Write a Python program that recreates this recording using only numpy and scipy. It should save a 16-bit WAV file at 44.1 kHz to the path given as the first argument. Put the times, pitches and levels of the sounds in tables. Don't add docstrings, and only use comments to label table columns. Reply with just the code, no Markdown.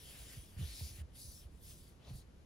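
import sys
import numpy as np
from scipy import signal
from scipy.fft import rfft, irfft, next_fast_len
from scipy.io import wavfile
from scipy.ndimage import uniform_filter1d, map_coordinates

SR = 44100
rng = np.random.default_rng(int(sys.argv[2]) if len(sys.argv) > 2 else 0)


def digitize_waveform(pressure):
    field = np.atleast_2d(pressure).T
    bounded = np.clip(field, -1, 1)
    quanta = np.round(bounded * 32767).astype(np.int16)
    wavfile.write(sys.argv[1], SR, quanta)


def boost(x):
    u = np.asarray(x, float) / 20
    return 10 ** u


N = 108045

# (frequency [Hz], likeness [0-1])
ROOM_ALIKE = [(60, 0.94), (200, 0.74), (700, 0.24), (2000, 0.14), (7000, .4), (9000, 0.76), (13000, .98)]


def unit(x):
    return x / np.sqrt(np.mean(x ** 2) + 1e-20)


def along(points, hz):
    f, v = np.transpose(points)
    return np.interp(np.log(hz + 1), np.log(f + 1), v)


def wobble(rate):
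    knots = rng.standard_normal(int(N * rate / SR) + 4)
    return map_coordinates(knots, [np.arange(N) * rate / SR])


def filtered(x, response):
    m = next_fast_len(N + 8192)
    hz = np.fft.rfftfreq(m, 1 / SR)
    return irfft(rfft(x, m) * response(hz), m)[..., :N]


def spread(pair, alike):
    def mid_side(hz):
        turn = np.arccos(np.clip(along(alike, hz), -1, 1)) / 2
        return np.array([np.cos(turn), np.sin(turn)])

    mid, side = filtered(pair, mid_side)
    return np.array([mid + side, mid - side])


def shaped(x, gain, patchy_db):
    hz, t, z = signal.stft(x, SR, nperseg=512)
    field = rng.standard_normal(z.shape[1:])
    field = uniform_filter1d(field, size=7, axis=0)
    field = uniform_filter1d(field, size=10, axis=1)
    z = z * gain(hz[:, None], t) * boost(patchy_db * unit(field))
    return signal.istft(z, nperseg=512)[1][:, :N]


def fibres(spiky_db):
    return unit(rng.standard_normal((2, N)) * boost(spiky_db * wobble(900)))


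def hollow(centre_hz, q):
    def gain(hz, t):
        centre = centre_hz(t)
        u = hz / centre + 1e-6
        peak = 1 / (1 + (q * (u - 1 / u)) ** 2)
        skirt = boost(-24) * np.sqrt(peak)
        return (peak + skirt) / np.sqrt(centre)

    return unit(shaped(fibres(1.5), gain, patchy_db=1.3))


def cloth():
    # (frequency [Hz], density [dB per Hz])
    fizz_colour = [(900, -66), (2500, -19.5), (5000, -5), (6600, -7.5), (8400, -3), (9600, -2), (12400, -5),
                   (15900, -11.5)]
    # (frequency [Hz], likeness [0-1])
    rub_alike = [(700, .6), (2500, .5), (5000, .88), (7800, .3), (8400, .88), (11000, .97), (13000, .99),
                 (14000, .99), (15000, .9)]
    # (time [s], grumble level [dB])
    press = [(0, -81), (.15, -68), (.4, -78.5), (.9, -76.5), (1.0, -74), (1.05, -92), (1.95, -84.5),
             (2.08, -64.5), (2.17, -77), (2.25, -90)]
    # (time [s], cloth speed as fizz level [dB], hollow over fizz [dB],
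    # hollow pitch [Hz], dull drag over fizz [dB])
    across = [(0, -68, 3, 3100, -5), (.05, -61.5, -1, 3350, -13), (.12, -62, 1.5, 3030, -6.5),
              (.27, -62.5, -3, 3560, -5.5), (.34, -61.5, -1, 3180, -3), (.39, -63.5, -1, 3220, -11.5),
              (.48, -70.5, -2.5, 3400, -16), (0.567, -72, 0, 2920, -2)]
    down = [(0.591, -63.5, 3.5, 3080, -3), (.68, -60.5, 3, 4170, -3.5), (.76, -57.5, 3, 4400, -7),
            (.84, -58, 3, 4850, -7.5), (.9, -60, 1, 5200, -4), (.94, -63.5, -12, 4550, -6.5),
            (1.0, -63, -4.5, 3000, -3.5), (1.02, -71.5, -1.5, 2840, 2), (1.035, -99, 0, 2820, -4)]
    up = [(1.12, -88.5, 6, 3280, -8), (1.158, -67, -4, 3700, -6), (1.22, -58, -3.5, 5000, -20),
          (1.29, -59.5, -10, 4570, -36), (1.39, -64.5, -11, 3960, -27), (1.44, -70.5, -1, 3300, -10),
          (1.49, -88, -4, 3300, -21)]
    back = [(1.59, -79.5, 1, 3300, -23), (1.64, -64, -12, 3700, -18), (1.715, -62, -5.5, 3400, -12),
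            (1.755, -68, -6.5, 3650, -21), (1.89, -73.5, -3, 3600, -12), (1.97, -90, 0, 3500, -15)]
    dab = [(2.0, -92, 15, 2860, 6), (2.05, -84.5, 17.5, 3770, 10), (2.1, -73.5, 10.5, 4180, 2.5),
           (2.129, -74.5, 4.5, 4370, -3), (2.16, -65.5, -2, 4470, -12), (2.2, -68, -2.5, 4440, -19),
           (2.225, -80, 8.5, 4450, -3), (2.26, -99, -17, 4160, -2)]
    s, speed_db, cup_db, cup_hz, drag_db = np.transpose(across + down + up + back + dab)
    t = np.arange(N) / SR
    speed = boost(np.interp(t, s, speed_db) + 0.3 * wobble(13.67))

    fizz = unit(shaped(fibres(0.66), lambda hz, t: boost(along(fizz_colour, hz)), patchy_db=3.0))
    fizz = boost(5 + 0.58 * wobble(30.3)) * fizz

    def pitch(share):
        return lambda t: share * np.interp(t, s, cup_hz)

    cup = hollow(pitch(0.96), q=2.6) + boost(-9.5) * hollow(pitch(1.52), q=2.6)
    cup = boost(-1.5 + np.interp(t, s, cup_db)) * cup
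    drag = boost(1 + np.interp(t, s, drag_db)) * hollow(pitch(2420 / 4000), q=1.15)

    grumble = unit(filtered(fibres(2.7), lambda hz: hz / 650 / (1 + (hz / 650) ** 4)))
    grumble = boost(0.5 + np.interp(t, *np.transpose(press))) * grumble
    return spread(speed * (fizz + cup + drag) + grumble, rub_alike)


def lid():
    # (time [s], pitch [Hz], hold [s], peak level [dB])
    flexes = [(0.197, 61.7, .051, -47.5), (0.366, 112.6, 0.015, -42.5), (0.379, 67.5, 0.026, -41),
              (0.566, 78, 0.02, -37), (0.59, 126, 0.02, -36.5), (.611, 88.2, 0.05, -32),
              (.612, 131, 0.0218, -39), (0.671, 65, 0.1, -42.5), (.811, 103, 0.012, -39.5),
              (.819, 80.3, 0.053, -36.5), (0.908, 62, 0.066, -44), (.986, 84, 0.034, -41.5),
              (1.01, 79, .046, -39), (1.243, 84, 0.011, -46), (1.274, 62.4, 0.026, -45.5),
              (1.453, 67.6, 0.036, -45.5), (1.48, 57.5, .04, -56.5), (2.077, 71.6, 0.0099, -48.5),
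              (2.093, 81.5, .023, -43.5), (2.103, 132.3, 0.039, -41.5), (2.132, 53, 0.024, -40.5),
              (2.149, 122, .02, -43.5), (2.172, 56, 0.03, -48)]
    attack_s, release_s, fade_per_s = .004, .0035, 17.4
    sag_per_s, sharp, settle_s = 4, 0.62, 0.0059
    boom, shake = np.zeros(N + SR), np.zeros(N + SR)
    t = np.arange(SR // 5) / SR

    cycles = (1 - np.exp(-sag_per_s * t)) / sag_per_s
    cycles = cycles + sharp * settle_s * (1 - np.exp(-t / settle_s))
    for s, hz, hold, db in flexes:
        rise = 1 - np.exp(-t / attack_s)
        fall = np.exp(-np.maximum(t - hold, 0) / release_s - fade_per_s * t)
        shape = boost(db) * rise * fall
        turn = 2 * np.pi * hz * cycles
        start = round(s * SR)
        boom[start:][:len(t)] += shape * (np.sin(turn) + boost(-28) * np.sin(2 * turn))
        shake[start:][:len(t)] += shape

    tick_s, tick_db, tick_hz, tick_fall_s = .8065, -53, 1200, .005
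    fall = np.exp(-t / tick_fall_s)
    turn = 2 * np.pi * (tick_hz * tick_fall_s * (1 - fall) + 150 * t)
    tick = boost(tick_db) * np.sqrt(fall) * (1 - fall ** 4) * np.sin(turn)
    boom[round(tick_s * SR):][:len(t)] += tick

    rattle = unit(filtered(rng.standard_normal((2, N)), lambda hz: hz / 250 / (1 + (hz / 250) ** 2.57)))
    rattle = boost(-28) * uniform_filter1d(shake[:N], size=900) * spread(rattle, ROOM_ALIKE)
    return np.array([np.roll(boom, -7)[:N], np.roll(boom, 7)[:N]]) + rattle


def room():
    # (frequency [Hz], density [dB per Hz])
    hiss_colour = [(12, -18), (20, -4), (84, -4), (511, -18), (774, -25), (5380, -36.5), (11400, -42),
                   (13800, -40), (15000, -85)]
    hiss_db, hiss_top_hz = -62.5, 12800
    rumble_db, rumble_hz, rumble_wide_hz = -60.5, 62, 32.4

    def hiss_gain(hz, t):
        return boost(along(hiss_colour, hz)) / (1 + (hz / hiss_top_hz) ** 30)

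    def rumble_gain(hz):
        return 1 / (1 + ((hz - rumble_hz) / rumble_wide_hz) ** 2) * hz / (hz + 30)

    hiss = unit(shaped(rng.standard_normal((2, N)), hiss_gain, patchy_db=.6))
    rumble = unit(filtered(rng.standard_normal((2, N)), rumble_gain)) * boost(1.15 * wobble(6.04))
    return spread(boost(hiss_db) * hiss + boost(rumble_db) * rumble, ROOM_ALIKE)


def scene():
    return cloth() + lid() + room()


def low_pass(x):
    return signal.sosfilt(signal.butter(12, 16030, fs=SR, output="sos"), x)


def record(dry):
    # (frequency [Hz], lead [radians])
    lead = [(0, 0), (3400, 1.1), (5500, .5), (6300, 0), (8000, -3.2), (11000, -6.35), (12800, -8.55),
            (14000, -10.3), (15800, -12.5)]
    # (frequency [Hz], level [dB])
    louder = [(100, -1.8), (700, 1), (3000, 3.5), (6500, 5.5), (8300, 0), (15000, 0)]
    sides = np.array([[.5], [-.5]])

    def port(hz):
        level = boost(sides * along(louder, hz))
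        phase = sides * np.interp(hz, *np.transpose(lead))
        return level * np.exp(1j * phase) * (hz < 15780)

    return low_pass(filtered(dry, port))


dry = scene()
out = record(dry)
digitize_waveform(out)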